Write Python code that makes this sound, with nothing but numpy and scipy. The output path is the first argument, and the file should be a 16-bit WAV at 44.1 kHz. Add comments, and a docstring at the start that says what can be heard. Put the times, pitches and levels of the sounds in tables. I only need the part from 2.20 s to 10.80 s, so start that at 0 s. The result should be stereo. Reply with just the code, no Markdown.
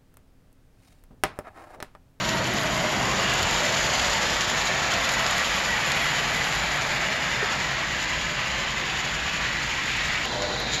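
"""A model steam locomotive passes close by on a table layout: its gears growl and whine, the baseboard
hums, and slack side rods clack. The hollow tender and the coaches follow, their wheels ringing in an
uneven beat and ticking over rail joints. A coach lurches, the locomotive turns out of sight, and the
flanges grind in the curve. Near the end the scene jumps, with a thin tick, to a spot where the
locomotive is heard approaching again."""
import sys
import numpy as np
from scipy import signal
from scipy.fft import rfft, irfft, next_fast_len
from scipy.io import wavfile
from scipy.ndimage import uniform_filter1d, map_coordinates

SR = 44100
rng = np.random.default_rng(int(sys.argv[2]) if len(sys.argv) > 2 else 0)


def unload_audio(sound):
    """Save the sound as a 16-bit wav file, at the path given as the first command line argument."""
    columns = np.transpose(np.atleast_2d(sound))
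    # keep every value between -1 and 1, then stretch to whole-number steps
    steps = np.round(np.clip(columns, -1, 1) * 32767)
    wavfile.write(sys.argv[1], SR, steps.astype(np.int16))


N = 379240
TIME = np.arange(N) / SR

# Spectra of the radiating parts: (frequency [Hz], relative level [dB])
GEAR_SPECTRUM = [(150, -62), (330, -10), (430, -6.5), (530, -1), (680, -1), (850, -0.5), (1100, 0),
                 (1400, -1), (2000, -2), (3500, -32), (7000, -51)]
FAR_GEAR_SPECTRUM = [(250, -10), (450, 0.5), (950, 4.5), (1200, 3.5), (1750, 7), (2500, 0.5), (3200, -1),
                     (4000, 4), (4500, -1.5), (5400, -6), (7000, -9), (16000, -15)]
RATTLE_SPECTRUM = [(1000, -28), (2200, -1), (3000, 6), (3800, 2), (4700, 3), (5600, -1), (7000, 0.5),
                   (16000, -4.5)]
FAR_RATTLE_SPECTRUM = [(1000, -18), (2000, 3), (3000, 3), (4000, 9), (5400, -3), (7000, 1.5), (10000, -5),
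                       (16000, -11)]
TREAD_SPECTRUM = [(300, -22), (700, -15.5), (1100, -7), (1450, -3.5), (1700, -1.5), (1950, -2), (2300, -3),
                  (2600, -5), (3200, -8), (4200, -10.5), (5500, -17.5), (9000, -31)]
SCRAPE_SPECTRUM = [(4000, -40), (8000, -8), (10500, 4.5), (13000, 0), (15500, -3)]
GRIND_SPECTRUM = [(1600, -23), (2300, -3), (2600, 5), (3100, 0), (4500, -14), (8000, -29)]
TRUCK_SPECTRUM = [(300, -14), (2000, 2), (7000, 2.5), (8500, -1), (10500, -30)]
RAIL_END_SPECTRUM = [(6000, -40), (8500, -4), (10000, 3), (15000, 4)]
ROAR_SPECTRUM = [(450, -37), (750, -1.5), (1000, -5.5), (1300, 0.5), (1600, -4), (2300, -33)]
DRONE_SPECTRUM = [(90, -27), (125, -3), (148, 5.5), (170, -2.5), (210, -13.5), (300, -63)]
BOARD_SPECTRUM = [(35, -34), (70, -19), (105, -2), (130, 3.5), (160, -5), (185, 0), (210, -1.5), (270, -6),
                  (340, -7), (430, -12.5), (900, -55)]
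FRAME_SPECTRUM = [(15, -18), (28, -11), (38, -14), (49, 2.5), (56, -1), (66, -2.5), (85, -5.5), (120, -27),
                  (250, -56)]
TICK_SPECTRUM = [(2000, -22), (6000, -12), (9000, -6), (16000, -4)]
# Resonances of metal parts: (frequency [Hz], bandwidth [Hz], relative level [dB])
BOILER_MODES = [(498, 20, 7), (603, 31, 3.5), (700, 43, -1), (784, 90, -9)]
WHEEL_MODES = [(1724, 120, -16), (1980, 210, -3), (2255, 140, -5.5)]
TENDER_MODES = [(190, 38, -1.5), (255, 60, -9.5), (693, 88, 0.5), (1133, 110, 0.5), (1304, 99, 0)]
# Resonances of a coach body: (frequency [Hz], level [dB], 60 dB decay time [s])
COACH_MODES = [(417, -14.5, .05), (360, -33, .04), (490, -30, .035)]
# Tonal swells of gears and baseboard: (time [s], frequency [Hz], level [dB], half-width [s])
GEAR_WHINES = [(.14, 646, -35, 0.08), (0.58, 637, -37, 0.15), (1.0, 658, -39, 0.088),
               (1.497, 654, -39.5, 0.07), (1.966, 571, -39.5, .14), (2.7, 673, -42, 0.15),
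               (4.87, 644, -42, 0.09)]
BOARD_BUMPS = [(0.344, 205, -32.5, 0.042), (1.234, 85.7, -28.5, 0.021), (1.387, 114.5, -34, 0.027),
               (2.128, 75.5, -35, 0.033), (6.805, 126, -39, 0.044)]
# Tones of rubbed metal: (time [s], frequency [Hz], bandwidth [Hz], level [dB], half-width [s])
LOCOMOTIVE_TONES = [(.17, 1910, 40, -39, 0.14), (.2, 334.7, 50, -42, 0.18), (.12, 910, 35, -39, 0.12),
                    (.15, 1510, 90, -41, 0.22), (.37, 2000, 45.5, -40, 0.057), (.5, 634, 30, -36.5, 0.055),
                    (.65, 595, 45, -36, 0.088), (.89, 1082, 80, -38, 0.09), (1.08, 1097, 45, -35.5, .09),
                    (1.14, 2040, 40, -34, 0.06), (.68, 2100, 200, -38, .17), (1.1, 1623, 109, -36, .14),
                    (1.13, 2910, 352, -35, 0.19), (1.4, 1400, 149.3, -38, 0.11),
                    (1.472, 510, 60.7, -41, 0.28), (1.6, 1653, 110, -38, .16)]
WHEEL_TONES = [(2.05, 1730, 121, -41, 0.098), (2.33, 1815, 110, -37.5, 0.09), (2.64, 1690, 100, -35.5, .12),
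               (2.97, 1973, 50, -36, .1), (3.2, 1935, 40.2, -34, 0.052), (3.52, 1950, 40, -31, .055),
               (3.76, 2360, 110, -37.5, .07), (3.84, 1980, 130, -34, 0.08), (3.95, 1760, 130.6, -41, 0.33),
               (4.19, 2016, 70, -33.5, 0.06), (4.5, 1895, 80, -37, .07), (5.12, 2050, 90, -37, .06),
               (5.21, 1820, 50, -38.5, .035), (5.9, 2105, 159.6, -48, .35), (6.8, 2100, 119, -40, 0.065),
               (7.34, 1950, 79.7, -38, 0.11), (7.58, 1930, 60, -38, 0.1), (7.87, 1900, 80.6, -37, .08)]
# Moments of harder rattling and rubbing: (time [s], gain [dB], half-width [s])
RATTLE_BOOSTS = [(.11, 3, 0.072), (1.83, 0.8, 0.087), (4.3, 1.1, 0.25), (6.76, 0, 0.053), (7.9, 2, 0.18)]
CURVE_RUBS = [(5.27, 0.7, .2), (7.25, 2, 0.089), (7.83, 1.5, 0.22)]
# Side rods striking their bearings: (time [s], level [dB])
ROD_CLACKS = [(1.096, -22), (1.118, -23), (1.229, -15), (1.3105, -20), (1.4326, -22), (1.5673, -22),
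              (1.7345, -26), (1.7963, -19), (1.8462, -20), (1.9315, -26), (2.0313, -23)]
# Flanges biting the rail: (time [s], level [dB], rise [s], fall [s])
FLANGE_BITES = [(.55, -35, 0.96, .65), (2.95, -32.5, 0.2, 0.58), (3.85, -33.5, 0.38, 1.1)]
# Rail-gap hits, also holding the side-rod clacks at 1.2296 and 1.3109 s: (time [s], relative level [dB], truck
# gain [dB])
RAIL_JOINTS = [(0.092, -36, 0), (0.2433, -39, -2), (0.339, -33, -14), (0.4125, -36, -9), (0.4342, -35, -8),
               (0.5761, -38, -4), (0.8545, -39, -8), (1.137, -34, 1), (1.2296, -35, -3), (1.3109, -38, -3),
               (1.65, -35, -12), (2.209, -36.5, 3), (2.299, -38, 1), (2.7382, -35, -2), (2.8916, -34, 1),
               (2.9208, -35, -7), (2.938, -35, -4), (3.065, -41, 6.5), (3.1108, -37, 3), (3.1817, -36, -2),
               (3.7189, -31, -5), (6.8044, -45, 5), (8.2217, -44, 5), (8.4008, -38, -14)]
# Swells of the hollow coaches: (time [s], level [dB], half-width [s])
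COACH_ROARS = [(2.717, -36.5, 0.13), (3.13, -32.5, 0.11), (3.8, -37.5, .22), (4.35, -37.5, 0.29),
               (4.902, -42, 0.13), (5.3, -32.7, 0.16), (6.7, -40, 0.27)]
# Likeness of the two channels: (frequency [Hz], correlation [-1 to 1])
COHERENCE = [(60, 0.91), (130, 0.98), (290, 0.89), (640, 0.71), (1000, 0.24), (1400, -0.041), (3000, -0.01)]
# Direction of the passing train: (time [s], left minus right [dB])
TRAIN_PAN = [(0, 3.5), (2, 1), (7.8, -.5), (8.6, 1)]
# Direction of the approaching gears: (frequency [Hz], left minus right [dB])
FAR_GEAR_PAN = [(700, 7.0), (1300, -0.5), (2400, -0.5), (4200, -11.0), (7000, -2.0)]
# Response of the two channels: (frequency [Hz], left gain [dB], right gain [dB])
CHANNEL_GAINS = [(100, -0.3, -1), (785, 3, 3), (1270, 2, 1), (1874, -5, 6), (2680, 1, 4), (4040, -0.1, 2.5),
                 (5370, 0.5, 1.3), (6400, -1.5, 3.5), (6994, -7, 11), (7964, -17, -9.5),
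                 (8510, -33.5, -33.5), (9990, -9, -18), (10200, -26.5, -14), (11470, -9.5, -11),
                 (13400, -31, -18.5), (15200, -38.7, -30)]

# Parts going by: (nearest time [s], half-power time [s], direct level [dB], reverberant level [dB])
GEAR_PASS, WHEEL_PASS = (1.25, 1, -29, -33.5), (2.5, 2.2, -27, -28.5)
ROD_PASS, COUPLER_PASS = (1.75, 0.75, -25, -36.5), (3.5, 0.74, -32.5, -41)
BOARD_PASS, COACH_PASS = (0.6, 0.52, -32.5, -41.5), (4.5, 0.6, -42.5, -46.5)
COACHES_S, CURVE_S, JUMP_S = 2.62, 5.74, 8.056


def gear_growl(beat):
    """Impact noise: gear teeth collide, then fall into the cars' acoustic shadow in the curve."""
    shadow_db = 4 * onset(CURVE_S, 0.3)
    teeth = interference(noise() + 0.68 * impacts(600, 7.3), depth_db=2.0)
    return pass_by(*GEAR_PASS) * amp(-0.48 - shadow_db + 0.23 * beat) * radiate(teeth, GEAR_SPECTRUM)


def gear_whine():
    """Periodic excitation: the gear mesh sings a wavering note with a weak third harmonic."""
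    wavering_time = np.cumsum(1 + 0.017 * wobble(70)) / SR
    out = np.zeros((2, N))
    for s, hz, db, width_s in GEAR_WHINES:
        phase = 2 * np.pi * hz * wavering_time + np.array([[0], [.7]])
        out += amp(db) * swell(s, width_s) * (np.sin(phase) + amp(-17) * np.sin(3 * phase))
    return amp(2.0 * wobble(25.3)) * out


def rolling_wheels(beat):
    """Rolling contact: rough treads rumble, and the coach wheels ring at their natural modes."""
    treads = radiate(interference(noise() + .5 * impacts(1800, 5.3), depth_db=2.06), TREAD_SPECTRUM)
    arrived = onset(COACHES_S, 0.39)
    ring = arrived * amp(-9.5 + 1.2 * wobble(9)) * resonate(noise() + impacts(1800, 8.1), WHEEL_MODES)
    gain_db = boost_db(CURVE_RUBS) - 1.7 + 0.31 * beat + 0.6 * wobble(32) + 0.35 * wobble(6)
    return pass_by(*WHEEL_PASS) * amp(gain_db) * (amp(-2.7 * (1 - arrived)) * treads + ring)


def wheel_beat(turn_hz=10.8, drift_hz=0.594):
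    """Amplitude modulation: out-of-round wheels bear down once a turn, some turns harder than others."""
    angle = 2 * np.pi * np.cumsum(turn_hz + drift_hz * wobble(2.466)) / SR
    return (np.cos(angle) - 0.26 * np.sin(2 * angle)) * (1 + 0.14 * wobble(3.8))


def loose_rattle(beat):
    """Mechanical play: loose rods and couplers chatter as they go by, and their powers add."""
    chatter = interference(noise() + 0.7 * impacts(1300, 9.5), depth_db=2.0)
    nearness = np.hypot(pass_by(*ROD_PASS), pass_by(*COUPLER_PASS))
    gain_db = boost_db(RATTLE_BOOSTS) - 0.12 + 0.81 * beat + 1.33 * wobble(60)
    return nearness * amp(gain_db) * radiate(chatter, RATTLE_SPECTRUM)


def side_rods(t60_s=0.036):
    """Damped impact: each knock of a rod in its slack bearing decays exponentially."""
    envelope = sum(amp(db - 60 * abs(TIME - s) / t60_s) * (TIME >= s) for s, db in ROD_CLACKS)
    return envelope * radiate(noise(), RATTLE_SPECTRUM)


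def flange_scrape(beat):
    """Sliding friction: flanges bite the rail with a high hiss and let go."""
    bite = sum(amp(db) * swell(s, rise, fall) for s, db, rise, fall in FLANGE_BITES)
    flutter = amp(1.2 * beat + 2.1 * wobble(40))
    return bite * flutter * radiate(noise() + impacts(350, 6.4), SCRAPE_SPECTRUM)


def rubbed_metal(tones):
    """Friction-driven resonance: modes sing out in turn, each a wavering note over a noisy ring."""
    out = np.zeros((2, N))
    for s, hz, band_hz, db, width_s in tones:
        phase = 2 * np.pi * np.cumsum(hz + 0.4 * band_hz * wobble(70)) / SR
        note = np.sqrt(2) * np.sin(phase + rng.uniform(-0.95, 0.84, (2, 1)))
        ring = amp(-2.5) * resonate(noise(), [(hz, band_hz, 0)])
        out += amp(db) * swell(s, width_s) * unit(note + ring)
    return out


def tender(nearest_s=2.9):
    """Shell resonance: the hollow tender rings, loudest when nearest."""
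    distance = np.hypot(1, (TIME - nearest_s) / 0.69)
    return amp(-31.3) / distance ** 2 * resonate(noise(), TENDER_MODES)


def coach_roar():
    """Cavity resonance: the hollow coaches roar over some stretches of track."""
    envelope = sum(amp(db) * swell(s, width_s) for s, db, width_s in COACH_ROARS)
    return envelope * radiate(noise(), ROAR_SPECTRUM)


def curve_grind(beat):
    """Sliding friction: the coaches' flanges grind once the train is in the curve."""
    level_db = -40.5 + boost_db(CURVE_RUBS) + 0.87 * beat + 1.9 * wobble(45) + 1.6 * wobble(9)
    friction = noise() + 1.3 * impacts(260, 5.3)
    return onset(CURVE_S, 0.37) * amp(level_db) * radiate(friction, GRIND_SPECTRUM)


def coach_lurch(s=5.226, lead_s=.012):
    """Free vibration: a coupler clacks, then the jolted coach body rings in damped modes."""
    body = sum(amp(db) * blow(s, .005, t60_s) * np.sin(2 * np.pi * hz * (TIME - s))
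               for hz, db, t60_s in COACH_MODES)
    clacks = blow(s - lead_s, .001, .025) + blow(s, .002, 0.059)
    return body + amp(-27) * clacks * radiate(noise(), TREAD_SPECTRUM)


def rail_joints(flight_s=0.0045, loss_db=9):
    """Inelastic collision: a wheel strikes a rail gap, or a rod its bearing, and bounces twice, weaker each
    time."""
    rail, truck = np.zeros((2, 2, N + SR))
    t = np.arange(SR // 20) / SR
    decay = amp(-60 * t / 0.0059) + 0.14 * amp(-60 * t / 0.027)  # sharp tick, then metallic shiver
    for s, db, truck_db in RAIL_JOINTS:
        for bounce in range(3):
            at = round((s + bounce * flight_s * rng.uniform(.6, 1.4)) * SR)
            hit = amp(db + 20 - bounce * loss_db) * decay * rng.standard_normal((2, len(t)))
            rail[:, at:at + len(t)] += hit
            truck[:, at:at + len(t)] += amp(truck_db) * hit
    return coloured(rail[:, :N], RAIL_END_SPECTRUM) + coloured(truck[:, :N], TRUCK_SPECTRUM)


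def approaching_motor(beat, note_hz=600):
    """Forced vibration: the motor drones in the boiler shell, with a clear note inside the swell."""
    note = np.sin(2 * np.pi * note_hz * TIME + 0.55 * wobble(35))
    shell = swell(8.19, 0.22, 0.3) * resonate(radiate(noise(), GEAR_SPECTRUM), BOILER_MODES)
    motor = shell + amp(1.5) * swell(8.26, .1) * note
    return panned(amp(-36 + 1.2 * beat) * motor, 2.7)


def approaching_gears(beat):
    """Impact noise: from ahead the teeth rasp evenly, each band leaning to its own side."""
    teeth = interference(noise() + 0.47 * impacts(1500, 4.8), depth_db=2.5)
    rasp = amp(-29.5 + 0.73 * beat) * radiate(teeth, FAR_GEAR_SPECTRUM)
    return filtered(rasp, lambda hz: panned(1, along(FAR_GEAR_PAN, hz)))


def approaching_rods():
    """Mechanical play: the rods rattle once, to the right."""
    rattle = radiate(noise() + 0.76 * impacts(900, 9), FAR_RATTLE_SPECTRUM)
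    return panned(amp(-26.5) * swell(8.545, 0.028) * rattle, -5)


def baseboard(gain):
    """Sounding-board radiation: the train shakes the broad panel under the track."""
    return gain * radiate(noise(), BOARD_SPECTRUM)


def coach_drone():
    """Forced vibration: the shaken hollow cars drone as they go by."""
    return pass_by(*COACH_PASS) * radiate(noise(), DRONE_SPECTRUM)


def table_frame(tone_hz=39.0):
    """Structure-borne sound: the frame hums steadily and booms briefly where the load shifts."""
    hum = amp(-42 + 1.2 * wobble(2.83)) * radiate(noise(), FRAME_SPECTRUM)
    tone = amp(-58 + 2.5 * wobble(5)) * np.sin(2 * np.pi * tone_hz * TIME + 0.66 * wobble(5.4))
    bumps = sum(amp(db) * swell(s, width_s) * np.sin(2 * np.pi * (hz * TIME + rng.random()))
                for s, hz, db, width_s in BOARD_BUMPS)
    return panned(hum + tone, 1.5) + bumps


def pass_by(nearest_s, half_s, direct_db, reverberant_db):
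    """Spherical spreading: direct sound falls with distance while the reverberant field stays."""
    distance = np.hypot(1, (TIME - nearest_s) / half_s)
    return np.hypot(amp(direct_db) / distance, amp(reverberant_db))


def interference(x, depth_db):
    """Interference of shifting reflections, as random swelling and fading of narrow bands."""
    bands = signal.stft(x, nperseg=2048)[2]
    field = uniform_filter1d(rng.standard_normal(bands.shape), size=4, axis=1)
    field = uniform_filter1d(field, size=14, axis=2)
    return signal.istft(bands * amp(depth_db * unit(field)), nperseg=2048)[1][:, :N]


def radiate(force, spectrum):
    """Radiation through a body's spectrum, at rms 1; long waves reach both channels alike."""
    def response(hz):
        angle = np.arccos(np.clip(along(COHERENCE, hz), -1, 1)) / 2
        return amp(along(spectrum, hz)) * np.array([np.cos(angle), np.sin(angle)])
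    mid, side = filtered(force, response)
    return unit(np.array([mid + side, mid - side]))


def resonate(force, modes):
    """Modal superposition: the summed response of damped resonators, at rms 1."""
    def response(hz):
        return sum(amp(db) * 1j * hz * band / (centre ** 2 - hz ** 2 + 1j * hz * band)
                   for centre, band, db in modes)
    return unit(filtered(force, response))


def impacts(per_s, spread_db):
    """Shot noise: tiny random contacts, each with its own strength in either channel."""
    sizes = amp(spread_db * rng.uniform(-0.95, 1, (2, N)))
    return unit((rng.random(N) < per_s / SR) * sizes * np.sign(noise()))


def noise():
    """Two uncorrelated white noises."""
    return rng.standard_normal((2, N))


def wobble(per_s):
    """Smooth random modulation through per_s knots a second."""
    return map_coordinates(rng.standard_normal(int(N * per_s / SR) + 4), [TIME * per_s])


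def swell(s, rise_s, fall_s=None):
    """Gaussian envelope peaking at time s, symmetric unless a fall is given."""
    return np.exp(-((TIME - s) / np.where(TIME < s, rise_s, fall_s or rise_s)) ** 2)


def boost_db(rows):
    """Sum of Gaussian swells in decibels."""
    return sum(db * swell(s, width_s) for s, db, width_s in rows)


def onset(s, width_s):
    """Smooth step from 0 to 1 around time s."""
    return (1 + np.tanh((TIME - s) / width_s)) / 2


def blow(s, attack_s, t60_s):
    """Exponential attack and decay from time s."""
    t = np.maximum(TIME - s, 0)
    return (1 - np.exp(-t / attack_s)) * amp(-60 * t / t60_s)


def filtered(x, response):
    """Linear filtering by a function of frequency."""
    size = next_fast_len(N + SR // 4)
    return irfft(rfft(x, size) * response(np.fft.rfftfreq(size, 1 / SR)), size)[..., :N]


def coloured(x, spectrum):
    """Linear filtering by a table of gains in decibels."""
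    return filtered(x, lambda hz: amp(along(spectrum, hz)))


def along(points, hz):
    """Interpolation on a logarithmic frequency axis."""
    knots_hz, values = np.transpose(points)
    return np.interp(np.log(hz + 1), np.log(knots_hz + 1), values)


def panned(x, left_db):
    """Direction by level difference between the channels."""
    return x * amp(np.array([[.5], [-.5]]) * left_db)


def amp(db):
    """Decibels to amplitude ratio."""
    return 10 ** (np.asarray(db) / 20)


def unit(x):
    """Normalisation to rms 1."""
    return x / np.sqrt(np.mean(x ** 2) + 1e-20)


def scene():
    """Superposition: the passing train, a thin tick at the jump, then the approaching locomotive."""
    beat = wheel_beat()
    passing = baseboard(pass_by(*BOARD_PASS)) + coach_drone()
    running_gear = gear_growl(beat) + rolling_wheels(beat) + loose_rattle(beat) + flange_scrape(beat)
    passing += panned(running_gear, np.interp(TIME, *np.transpose(TRAIN_PAN)))
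    passing += gear_whine() + side_rods() + rubbed_metal(LOCOMOTIVE_TONES) + tender()
    passing += coach_roar() + curve_grind(beat) + rubbed_metal(WHEEL_TONES) + coach_lurch()
    tick = coloured(amp(3) * (np.arange(N) == round(JUMP_S * SR)), TICK_SPECTRUM)
    approaching = approaching_motor(beat) + approaching_gears(beat) + approaching_rods()
    approaching += baseboard(amp(-38))
    return np.where(TIME < JUMP_S, passing, approaching) + tick + rail_joints() + table_frame()


def record(dry, top_hz=15750):
    """Band-limited response: each channel has its own colour, the right a sharp treble resonance."""
    gains = np.array(CHANNEL_GAINS)
    left, right = gains[:, [0, 1]], gains[:, [0, 2]]
    return filtered(dry, lambda hz: amp([along(left, hz), along(right, hz)]) * (hz < top_hz))


dry = scene()
out = record(dry)
unload_audio(out)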